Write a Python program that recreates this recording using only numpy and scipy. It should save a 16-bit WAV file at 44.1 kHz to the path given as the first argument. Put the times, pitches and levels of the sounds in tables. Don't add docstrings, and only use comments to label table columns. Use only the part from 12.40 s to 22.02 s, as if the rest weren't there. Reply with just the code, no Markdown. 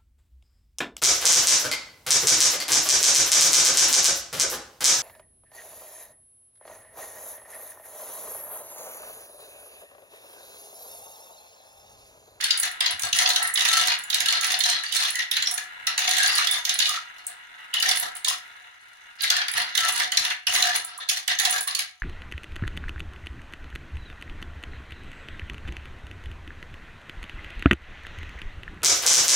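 import sys
import numpy as np
from scipy import signal
from scipy.fft import rfft, irfft, next_fast_len
from scipy.io import wavfile

SR = 44100
rng = np.random.default_rng(int(sys.argv[2]) if len(sys.argv) > 2 else 0)


def waveform_to_disk(signal):
    frames = np.transpose(np.atleast_2d(signal))
    scaled = np.clip(frames, -1, 1) * 32767
    samples = np.round(scaled).astype(np.int16)
    wavfile.write(sys.argv[1], SR, samples)


N = 424237
T = np.arange(4096) / SR

# (nominal frequency [Hz], mean level [dB], t60 [s])
TOWER_MODES = [(730, -9.5, 0.11), (963, 1.5, 0.096), (1185, -1.5, 0.061), (1296.5, -1.5, 0.14),
               (1414, -2.5, 0.08), (1632, 6, 0.15), (1790, -16, 0.3), (1804, 3.5, 0.45), (1930, 4.5, 0.042),
               (2910, 12, 0.084), (3502, 15.5, 0.02), (3970, 0, 0.085), (4256, 14.5, 0.031)]
# (frequency [Hz], gain [dB])
PLASTIC_COLOUR = [(40, -66), (85, -24.5), (180, -29.5), (430, -20.5), (620, -24.5), (780, -10.5),
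                  (1300, -7.5), (1800, 9), (2400, 3.5), (3800, 8), (6300, -2.5), (8200, -24),
                  (10100, -16.5), (13000, -34.5), (15400, -29)]
# (frequency [Hz], gain [dB])
CRACK_COLOUR = [(3000, -30), (9000, -20.5), (13000, -41), (15000, 5)]


def amp(db):
    return 10 ** (np.asarray(db) / 20)


def unit(x):
    return x / np.sqrt(np.mean(x ** 2) + 1e-20)


def blow(x):
    return x / np.sqrt(np.mean(x[..., :441] ** 2) + 1e-20)


def read(points, hz):
    f, value = np.transpose(points)
    return np.interp(np.log(hz + 1), np.log(f + 1), value)


def colour(x, points):
    size = x.shape[-1]
    fast = next_fast_len(size)
    gain = amp(read(points, np.fft.rfftfreq(fast, 1 / SR)))
    return irfft(rfft(x, fast) * gain, fast)[..., :size]


def split(x, low_hz, high_hz):
    size = x.shape[-1]
    fast = next_fast_len(2 * size)
    hz = np.fft.rfftfreq(fast, 1 / SR)
    spectrum = rfft(x, fast)
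    low, below_high = (1 / (1 + (hz / edge) ** 10) for edge in (low_hz, high_hz))
    weights = [low, below_high - low, 1 - below_high]
    return [irfft(spectrum * w, fast)[..., :size] for w in weights]


def add(mix, s, sound):
    part = mix[:, round(s * SR):][:, :sound.shape[1]]
    part += sound[:, :part.shape[1]]


def pair(size, alike):
    left, right = rng.standard_normal((2, size))
    return np.array([alike * right + np.sqrt(1 - alike ** 2) * left, right])


def place(x, pan_db):
    lags = [45, 63]
    left = np.pad(x[0], (rng.choice(lags), 0))[:x.shape[1]]
    panned = np.array([left * amp(pan_db / 2), x[1] * amp(-pan_db / 2)])
    return panned / np.sqrt((amp(pan_db) + amp(-pan_db)) / 2)


def fade(rise_s, t60_s):
    return (1 - np.exp(-(T / rise_s) ** 2)) * amp(-60 * T / t60_s)


def mode(hz, t60_s, rise_s=0.00056):
    phase = 2 * np.pi * rng.random() + 0.77 * rng.standard_normal((2, 1))
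    return fade(rise_s, t60_s) * np.sin(2 * np.pi * hz * T + phase)


def ring(modes, spread_db, detune):
    answer = 0
    for hz, db, t60_s in modes:
        level = amp(db + spread_db * rng.standard_normal())
        tuned_hz = hz * (1 + detune * rng.standard_normal())
        answer = answer + level * unit(mode(tuned_hz, t60_s))
    return unit(answer)


def hills(x, depth_db, count=34):
    hz = np.geomspace(500, 16000, count)
    return colour(x, np.transpose([hz, depth_db * rng.standard_normal(count)]))


def taps(per_s, spread_db):
    present = rng.random(N) < per_s / SR
    force = amp(spread_db * np.minimum(rng.exponential(1, N), 3))
    return present * force * rng.choice([-1, 1], N)


def wander(per_s):
    t = np.arange(0, N, 256) / SR
    rates_hz = per_s * rng.uniform(.2, 1, size=8)
    curve = sum(np.sin(2 * np.pi * (f * t + rng.random())) for f in rates_hz)
    return np.interp(np.arange(N) / SR, t, unit(curve))


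def resonate(x, hz, width_hz):
    turn = np.exp(2j * np.pi * np.cumsum(hz) / SR)
    r = np.exp(-np.pi * width_hz / SR)
    return 2 * (turn * signal.lfilter([1 - r], [1, -r], x / turn)).real


def knocks(rise_s=0.0048, clack_t60_s=0.018, body_t60_s=0.082, snap_t60_s=0.026, ring_t60_s=0.028,
           ring_db=-4, tower_db=-6, hills_db=4, crack_db=-8, snap_pan_db=-2, trim_db=-1):
    # (time [s], clack level before trim [dB], pitch of the struck part [Hz],
    # body re clack [dB], snap re clack [dB], left-right [dB])
    plastic_hits = [(0.0089, -32, 4470, -6, -2.5, -11), (0.0392, -20, 4370, -36, -2, 0),
                    (0.083, -39, 2910, -8, -21, -1), (0.1051, -13.5, 4690, -37, -14, 5),
                    (0.2308, -30.5, 3820, 2, 7.5, 0), (0.4044, -18.5, 3220, -10, -7.5, 0),
                    (0.4586, -17.5, 4050, -20, -13, 5), (0.5934, -38, 3900, 1, 9, 0),
                    (0.619, -35, 6950, -15, 9, -2), (0.6314, -28, 4340, -14, 1, 8),
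                    (0.727, -17.5, 2910, -21, -7, 0), (0.7853, -18, 4430, -4.5, -1.5, 1),
                    (0.8562, -16, 4520, -30, -30, -3), (0.8888, -26, 4000, -25, 3.5, 1),
                    (0.8995, -20, 4120, -18, -8, 1), (0.932, -27.5, 4370, -22, -8, -16),
                    (0.958, -16.5, 3830, -12.5, -7, 2.5), (1.1547, -21, 3810, -13, -17, -4),
                    (1.1725, -20, 3005, -9, -11, -3), (1.206, -19.5, 3900, -21, -10, -4),
                    (1.249, -21.5, 3500, -3.5, -3, -6), (1.285, -24, 3450, -3, 0.5, -1),
                    (1.4346, -24.5, 3520, -11, -10, -6), (1.4704, -26.5, 3260, -1.5, 2.5, -3.5),
                    (1.7, -22.5, 3220, -24, -4.5, -5), (1.7273, -21.5, 3700, -12.5, -29, -10),
                    (1.7418, -19, 3800, -30, -1.5, -0.5), (1.78, -29.5, 4050, -24, -18, 11),
                    (1.8022, -23, 5000, -5, 0.5, -4), (1.857, -20.5, 1630, -24, -6.5, 1),
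                    (1.883, -17, 4340, -29, -9, -1), (1.923, -25, 4270, -5, -1, -2),
                    (2.0086, -33.5, 4540, -23, 8.5, -2), (2.03, -29.5, 4210, 2, -2, -6),
                    (2.042, -24, 5800, -6, -1, -3), (2.118, -27, 3520, -15, 5, -11),
                    (2.139, -20.5, 4170, -12, -23, 4), (2.2038, -18.5, 4230, -10.5, -8, -8),
                    (2.2356, -22, 3190, -9.5, -2.5, -2), (2.2597, -23, 3970, -23, -9, -10),
                    (2.297, -22.5, 4100, -33, -1, 0), (2.434, -37, 1940, 7.5, 2, -4),
                    (2.5224, -22.5, 3010, -31, -6, -13), (2.564, -21.5, 4280, -27, -2, -18),
                    (2.6502, -24.5, 3654, -18, -9, -5), (2.7532, -28.5, 2060, -10, 1, -3),
                    (2.7896, -28.5, 2020, -2.5, -5.5, -4), (2.912, -20.5, 3750, -16, -4, -1.5),
                    (2.939, -35, 3750, -16, -18, 12), (2.9654, -22, 4050, -4.5, -7, -1),
                    (3.0218, -23, 4120, -7.5, -4.5, -1), (3.0701, -22, 5630, -16, -12, -1),
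                    (3.177, -32, 1714, 1.5, 3, 2), (3.468, -21, 4090, -7, -3, 0),
                    (3.5767, -22, 3960, -5.5, -2, -1.5), (3.589, -30, 3930, -6, 4, 0),
                    (3.6767, -23, 3530, -12, -16, -4), (3.69, -28.5, 3630, -8, 2, -11),
                    (3.7089, -20.5, 3920, -15, -3, -1), (3.7674, -22.5, 3530, -12, -4, -5),
                    (3.7818, -24, 3600, -14, 1, -12), (3.807, -24, 3510, -18, -10, 10),
                    (3.8306, -23, 3960, -18, 2, -5), (3.8588, -20.5, 4080, -7, -5.5, -2),
                    (3.9791, -20, 3940, -6.5, -4, -2), (4.07, -19.5, 3420, -13, -8.5, -9),
                    (4.095, -35, 3400, 3, -24, -3), (4.119, -29, 3470, -9, -17, -6),
                    (4.141, -26, 3590, -7, -10, -3), (4.158, -36, 3530, 3, -11, -2),
                    (4.2498, -22.5, 3610, -18.5, -2.5, -4), (4.2917, -19.5, 3650, -27, -5, -3),
                    (4.3882, -22, 3700, -18, 1, -5), (4.399, -17.5, 2970, -13, -13, 2),
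                    (4.421, -19.5, 4070, -18, -19, -3), (4.454, -19.5, 2940, -18, -13, 0),
                    (4.49, -23.5, 5040, -29, -0.5, -6), (5.338, -22.5, 2910, -10, -3.5, -4),
                    (5.3988, -29, 2910, -15, 2, 1), (5.424, -19.5, 4530, -7.5, -4.5, -1),
                    (5.4887, -22.5, 3490, -8, 1.5, -3), (5.5104, -18.5, 3480, -11, -6.5, -1),
                    (5.845, -22, 3770, -14, -2.5, -2.5), (5.87, -27, 3210, -18, -17, 1),
                    (5.8813, -21, 5100, -29, 1, 0.5), (6.806, -26.5, 4720, -20, -14, -14),
                    (6.8369, -28, 3750, 1.5, 1, 2), (6.9001, -15, 4600, -13, -6.5, 0),
                    (6.964, -22.5, 1810, -10, -6, 1), (7.014, -25, 3230, -5, -18, 2),
                    (7.081, -26.5, 4770, -3, -4, 1), (7.1355, -31.5, 3900, -5, 2, 0),
                    (7.1668, -31, 1980, 5, -4, -6), (7.3505, -21.5, 3700, -8, -4.5, -10),
                    (7.374, -17.5, 3790, -10, -5, 0), (7.401, -28, 2900, -18, -5, -5),
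                    (7.4847, -27, 1980, -4, 5, -1), (7.5586, -31.5, 2050, -20, 4, -17),
                    (7.5975, -25, 1936, 2.5, -2, 0), (7.718, -23, 3000, -5, -4, -4),
                    (7.744, -31, 4360, -14, -14, 4), (7.7699, -14.5, 4060, -14.5, -7.5, 1.5),
                    (7.848, -22, 3640, -8, -7.5, 0.5), (7.9042, -29.5, 2020, 3.5, -11, -0.5),
                    (8.0675, -19.5, 2910, -7, -7.5, 0), (8.1492, -23.5, 2910, -1, -0.5, -5),
                    (8.159, -22.5, 4080, -4, -1, 1), (8.2222, -15.5, 4050, -13.5, -4, -1.5),
                    (8.687, -22.5, 3440, -14.5, -3, 0), (8.694, -20.5, 5600, -16.5, 0, 0),
                    (8.877, -22.5, 2950, -4.5, -2, -5), (8.986, -21.5, 1804, -21, -3.5, 5),
                    (8.9965, -22.5, 4050, -1, 2, -17), (9.0494, -18, 4030, -7, -4, -3),
                    (9.307, -30, 4010, -11, -14, -1), (9.348, -23, 4390, -25, -2, -2.5),
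                    (9.3895, -24.5, 3980, -8.5, -0.5, 0)]
    out = np.zeros((2, N))
    for s, db, hz, body_db, snap_db, pan_db in plastic_hits:
        dense = hills(colour(pair(len(T), alike=0.2), PLASTIC_COLOUR), hills_db)
        body, clack, snap = split(dense, low_hz=2600, high_hz=7440)

        part_ring = blow(mode(hz, ring_t60_s, rise_s))
        clack = blow(blow(clack * fade(rise_s, clack_t60_s)) + amp(ring_db) * part_ring)

        tower = blow(ring(TOWER_MODES, spread_db=8.0, detune=0.022))
        body = blow(blow(body * fade(rise_s, body_t60_s)) + amp(tower_db) * tower)

        crack = blow(colour(pair(len(T), alike=0.71), CRACK_COLOUR) * fade(0.000096, 0.0024))
        snap = blow(blow(snap * fade(0.0017, snap_t60_s)) + amp(crack_db) * crack)
        snap *= amp([[snap_pan_db / 2], [-snap_pan_db / 2]])

        sound = clack + amp(body_db) * body + amp(snap_db) * snap
        add(out, s, amp(db + trim_db) * place(sound, pan_db))
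    return out


def spurt_levels(creep_db=-63.5):
    # (start [s], length [s], mid-spurt clatter level before
    # trim [dB], boom re clatter [dB], fizz re clatter [dB])
    spurts = [(0.0, 0.16, -27.5, -42, -14), (0.222, 0.054, -27.5, -11, -5), (.405, .11, -25.5, -10.5, -24),
              (.632, 0.03, -27, -8, -18), (.735, 0.084, -26, -12, -3.5), (.795, 0.12, -25, -5, -2.5),
              (.97, 0.052, -30, -5, -8), (1.035, 0.042, -30.5, -5.5, -11), (1.18, 0.25, -24.5, -9, -5.5),
              (1.31, 0.13, -22, -12, -3), (1.47, 0.053, -19.5, -12, -13.5), (1.55, 0.019, -35, -16, -16),
              (1.72, 0.18, -29.5, -11.5, -27), (1.875, 0.097, -21, -12.5, -14),
              (2.015, 0.15, -25.5, -9.5, -9), (2.25, .12, -22.5, -13, -10), (2.435, 0.12, -33, -19, -11),
              (2.531, 0.16, -23, -17, -5.5), (2.785, 0.02, -22, -27, -14), (2.92, 0.087, -25, -31, -15),
              (3.075, 0.11, -42.5, 0.5, 3), (3.174, 0.015, -33, -13, 0), (3.468, 0.042, -26, -11.5, -24),
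              (3.585, 0.11, -24, -12, -8.5), (3.705, 0.2, -23, -10.5, -8.5), (3.91, 0.14, -23, -13, -8),
              (4.115, 0.062, -29.5, -4, 0), (4.269, 0.087, -26.5, -14, -15),
              (4.395, 0.17, -27.5, -15, -7.5), (4.78, 0.03, -47, -2, -7), (4.872, 0.023, -43, -5, -12),
              (5.339, 0.044, -27, -14, -20), (5.43, .14, -26, -9.5, -7), (5.619, 0.037, -30.5, -4, -5),
              (5.752, 0.014, -39.5, -7, -17), (5.87, 0.061, -30, -10.5, 0), (6.785, 0.025, -35, -20, -21),
              (6.814, 0.058, -22.5, -22, -11), (6.905, 0.11, -25, -12.5, -19),
              (7.149, 0.077, -23.5, -9, -17), (7.27, 0.18, -35.5, -26, -18), (7.376, 0.12, -23.5, -8.5, -5),
              (7.535, 0.12, -27, -8.5, -8), (7.725, 0.038, -37.5, -1, -14), (7.785, 0.13, -30, -6.5, -6),
              (8.078, 0.13, -26, -6, -2), (8.232, 0.14, -24, -8, -5.5), (8.462, 0.088, -40.5, -6.5, -31),
              (8.598, 0.017, -29.5, -8.5, -15), (8.695, 0.08, -29, -13.5, -3),
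              (8.886, 0.033, -21, -13.5, -13), (8.995, 0.2, -28, -6.5, -2.5),
              (9.272, 0.0096, -21.5, -14.5, -14), (9.379, 0.034, -28.5, -17, -6.5)]
    attack_s = [0.004, 0.0075, 0.0068]
    # (fall from start to end of a spurt, negative is a rise [dB])
    sag_db = [-1.5, 0.5, 7]
    release_db_per_s = [209, 319, 248]
    t = np.arange(0, N, 64) / SR
    attack, sag, release = np.array([attack_s, sag_db, release_db_per_s])[:, :, None]
    power = np.full((3, len(t)), amp(creep_db) ** 2)
    for s, length_s, db, boom_db, fizz_db in spurts:
        age = np.maximum(t - s, 0)
        fall_db = sag * (np.minimum(age / length_s, 1) - .5) + release * np.maximum(age - length_s, 0)
        band_db = db + np.array([[boom_db], [0], [fizz_db]])
        power += ((1 - np.exp(-age / attack)) * amp(band_db - fall_db)) ** 2
    return [np.interp(np.arange(N) / SR, t, np.sqrt(p)) for p in power]


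def rattle(count=20, taps_per_s=600, clump_db=2.5, tap_t60_s=0.034, tower_db=-3, roam_db=7, hills_db=4,
           soft=0.77, hard=1.96, trim_db=-3.0):
    bands = np.zeros((3, 2, N))
    shares = np.array([amp(roam_db * wander(per_s=5)) for _ in range(count)])
    clumps = amp(clump_db * np.tanh(wander(per_s=60)))
    hits = taps(taps_per_s, spread_db=2.5) * clumps
    at = np.flatnonzero(hits)
    odds = np.cumsum(shares[:, at] ** 2, axis=0)
    struck = (odds < rng.random(len(at)) * odds[-1]).sum(axis=0)
    for k in range(count):
        noise = colour(pair(len(T), alike=0.16), PLASTIC_COLOUR)
        dense = unit(hills(noise, hills_db) * fade(0.00055, tap_t60_s))
        tower = ring(TOWER_MODES, spread_db=11.0, detune=0.012)
        spot = place(unit(dense + amp(tower_db) * tower), 0)
        answers = split(spot, low_hz=1446, high_hz=7140)
        for band, answer, growth in zip(bands, answers, (soft, 1, hard)):
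            answer = answer * (T < .07)
            for n in at[struck == k]:
                add(band, n / SR, np.sign(hits[n]) * abs(hits[n]) ** growth * answer)
    return amp(trim_db) * sum(level * unit(band) for level, band in zip(spurt_levels(), bands))


def clinks(tick_t60_s=0.038, ring_db=-4, crack_db=-8):
    # (time [s], level [dB], pitch [Hz], left-right [dB])
    glass_hits = [(0.1745, -24, 9700, -3), (0.1883, -31, 10900, -17), (0.198, -18, 9850, 0),
                  (0.314, -37, 11050, 2), (0.5077, -27.5, 9970, 1), (0.595, -47, 11100, -3),
                  (0.65, -29.5, 7900, 3), (0.687, -39, 9720, 2), (0.767, -25, 10200, -1),
                  (1.027, -21.5, 9620, -1), (1.073, -23.5, 9130, 4), (1.1393, -20, 10130, -3),
                  (1.377, -27, 10100, -15), (1.588, -32, 10200, -5), (1.637, -33.5, 7100, -5),
                  (1.812, -34, 11500, -2), (2.067, -27.5, 10400, -13), (2.19, -23.5, 11000, -3),
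                  (2.705, -25.5, 10620, -10), (3.112, -24.5, 9900, -7), (3.14, -24, 9580, -7),
                  (3.874, -24, 10130, -1), (3.953, -23, 10020, -6), (4.1113, -19, 10440, -6),
                  (4.341, -26, 10440, -9), (4.481, -48, 9650, -8), (4.8666, -26, 8450, 2),
                  (5.559, -26.5, 9900, -7), (5.573, -23, 9900, -5), (5.598, -22, 11560, -4),
                  (5.7516, -34, 9700, -7), (5.766, -33, 8600, 2), (6.8205, -27, 11650, -13),
                  (7.115, -28, 10740, -17), (7.177, -24.5, 10900, -3), (7.218, -33, 10300, 0),
                  (7.522, -25.5, 10100, -6), (7.536, -31, 10500, 2), (7.579, -27, 8360, 2),
                  (8.134, -27, 9820, -6), (8.3598, -21, 10000, -1), (8.447, -28.5, 9470, -3),
                  (8.577, -34.5, 9740, -9), (9.0957, -29, 9860, 4), (9.1082, -19.5, 9750, -6),
                  (9.208, -24, 10800, -2), (9.229, -29, 10520, -6), (9.2743, -23.5, 9640, -8)]
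    # (frequency [Hz], gain [dB])
    glass_colour = [(500, -56), (1800, -25), (5000, -5), (7500, 16.5), (9000, 9), (10200, 27.5),
                    (11300, 18), (13000, -103), (15300, 16)]
    out = np.zeros((2, N))
    for s, db, hz, pan_db in glass_hits:
        tick = blow(colour(pair(len(T), alike=0.83), glass_colour) * fade(0.00017, tick_t60_s))
        crack = blow(colour(pair(len(T), alike=0.4), CRACK_COLOUR) * fade(.0002, 0.011))
        tone = blow(mode(hz, t60_s=.03, rise_s=.0005))
        sound = blow(tick + amp(ring_db) * tone + amp(crack_db) * crack)
        add(out, s, amp(db) * place(sound, pan_db))
    return out


def runs(width_hz=25, width_share=0.049, smear=0.71, fall_db=7, taps_per_s=260, trim_db=-1):
    # (start [s], length [s], first pitch [Hz], last pitch [Hz],
    # level before trim and end fades [dB])
    songs = [(0.0, 0.2, 1640, 1630, -42), (0.793, 0.28, 720, 776, -37), (1.006, 0.21, 1820, 2000, -31),
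             (1.273, 0.11, 3850, 3970, -28), (2.118, 0.095, 730, 754, -39.5),
             (2.216, 0.23, 4020, 3980, -30), (2.436, 0.19, 4520, 4600, -37.5),
             (2.608, 0.12, 930, 1204, -37), (2.743, 0.079, 1930, 1930, -27.5),
             (3.05, 0.071, 5560, 5730, -28.5), (3.656, 0.3, 730, 727, -40), (3.77, 0.12, 1790, 1630, -27),
             (3.87, 0.11, 4600, 4700, -28.5), (3.974, 0.11, 1230, 1520, -31),
             (4.079, 0.115, 3510, 3530, -28.5), (4.474, 0.13, 1140, 1340, -34),
             (5.325, 0.14, 2950, 2910, -28), (5.413, 0.073, 1790, 1820, -28.5), (5.46, 0.11, 770, 720, -38),
             (5.86, 0.094, 955, 1150, -35), (6.81, .15, 4565, 4565, -46), (6.89, 0.16, 1340, 1750, -30.5),
             (7.172, 0.1, 4600, 4600, -38), (7.427, 0.047, 1770, 1520, -29),
             (8.062, 0.054, 2940, 2910, -31), (8.221, 0.13, 714, 710, -35.5),
             (8.242, 0.13, 1630, 1800, -30.5), (8.572, .1, 1150, 1350, -42), (9.026, 0.11, 753, 726, -35),
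             (9.126, 0.059, 1590, 1680, -28), (9.257, 0.17, 1110, 1200, -41)]
    out = np.zeros((2, N))
    skips = taps(taps_per_s, spread_db=5.0)
    for s, length_s, first_hz, last_hz, db in songs:
        drive = skips[round(s * SR):][:round(length_s * SR)]
        size = len(drive)
        tick = pair(len(T), alike=0.68) * fade(0.000093, 0.018)
        contact = signal.oaconvolve(drive[None], tick, axes=1)[:, :size]
        hz = np.linspace(first_hz, last_hz, size)
        width = width_hz + width_share * first_hz + smear * abs(last_hz - first_hz)
        tone = resonate(resonate(contact, hz, width), hz, width)
        song = unit(tone * amp(-fall_db * np.linspace(0, 1, size)))
        add(out, s, amp(db + trim_db) * place(song * signal.windows.tukey(size, .3), 0))
    return out


def funnel(count=8, grain_db=-4, swell_db=4.5, trim_db=-1):
    # (time [s], level before trim [dB])
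    circling = [(0, -34.5), (.6, -44.5), (1.65, -39.5), (2.399, -44.5), (3.35, -41), (4.7, -44.5),
                (5.0, -46.5), (5.25, -44), (5.8, -44.5), (6.15, -45.5), (6.45, -52), (6.68, -46.5),
                (6.76, -52), (7.25, -34), (7.4, -44), (7.6, -100)]
    # (nominal frequency [Hz], mean level [dB], t60 [s])
    dish_modes = [(720, -21.5, 0.056), (953, -14, 0.027), (1300, -11.5, 0.45), (1416, -9, 0.19),
                  (1540, -17, 0.027), (1636, -6.5, 0.041), (1655, -11.5, 0.055), (1930, -3.5, 0.047),
                  (2020, -22, 0.047), (2170, -17, 0.023), (2860, -11, 0.017), (3470, -17, 0.024),
                  (3900, -17, 0.017)]
    # (frequency [Hz], gain [dB])
    rolling_colour = [(60, -44), (400, -22), (800, -36), (1900, -2.5), (3000, -14), (5000, -29.5),
                      (8000, -28), (16000, -38)]
    out = np.zeros((2, N))
    for _ in range(count):
        grain = unit(colour(pair(len(T), alike=0.91), rolling_colour) * fade(0.00036, 0.012))
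        hollow = ring(dish_modes, spread_db=4, detune=0.008)
        dish = place(hollow + amp(grain_db) * grain, 0)
        swell = amp(swell_db * np.tanh(wander(per_s=9)))
        contact = taps(per_s=450, spread_db=5.0) * swell
        out += signal.oaconvolve(contact[None], dish, axes=1)[:, :N]
    level_db = np.interp(np.arange(N) / SR, *np.transpose(circling))
    return amp(trim_db + level_db) * unit(out)


def bumps(t60_s=0.19):
    # (time [s], level [dB])
    thuds = [(0.53, -57), (0.636, -53.5), (.726, -57), (1.823, -64), (2.331, -65), (2.987, -64),
             (7.142, -61), (7.42, -63), (7.8, -59), (8.087, -63), (8.901, -62)]
    # (frequency [Hz], gain [dB])
    thud_colour = [(20, -35), (60, -13), (85, 10), (130, -4), (220, -9), (400, -18), (2000, -71)]
    out = np.zeros((2, N))
    for s, db in thuds:
        thud = colour(pair(len(T), alike=0.78), thud_colour) * fade(0.0021, t60_s)
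        add(out, s, amp(db) * unit(thud * signal.windows.tukey(len(T), .2)))
    return out


def room(x, first_s=0.0046, build_s=0.0012):
    # (frequency [Hz], t60 [s])
    decay = [(150, 0.38), (800, 0.22), (2000, 0.38), (5500, 0.25), (10000, 0.21), (16000, 0.17)]
    hz, t, z = signal.stft(rng.standard_normal((2, SR // 2)), SR, nperseg=256)
    z = z * amp(-60 * t / read(decay, hz)[:, None])
    tail = signal.istft(z, SR, nperseg=256)[1]
    tail *= np.clip((np.arange(tail.shape[1]) / SR - first_s) / build_s, 0, 1)
    return signal.fftconvolve(x, tail / np.linalg.norm(tail[0]), axes=1)[:, :N]


def hush(level_db=-72):
    # (frequency [Hz], gain [dB])
    air_colour = [(20, -10), (90, 10.5), (250, -24), (1000, -9), (4000, -1), (16000, -39)]
    return amp(level_db) * unit(colour(pair(N, alike=0.63), air_colour))


def scene(blow_room_db=-4, track_room_db=-8):
    # (frequency [Hz], left-right [dB])
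    lean = [(60, -20), (110, 9.5), (200, -1.5), (380, 0.5), (700, -0.5), (1290, 0), (2380, 1), (4400, 2.5),
            (8120, 0), (15000, -4.5)]
    blows = knocks() + clinks()
    left, right = rattle() + runs() + funnel()
    left = colour(left, [(f, db / 2) for f, db in lean])
    right = colour(right, [(f, -db / 2) for f, db in lean])
    track = np.array([left, right])
    echo = room(amp(blow_room_db) * blows + amp(track_room_db) * track)
    return blows + track + echo + bumps() + hush()


def record(dry):
    lowpass = signal.firwin(255, 15950, window=("kaiser", 8), fs=SR)
    return signal.oaconvolve(dry, lowpass[None], "same")


dry = scene()
out = record(dry)
waveform_to_disk(out)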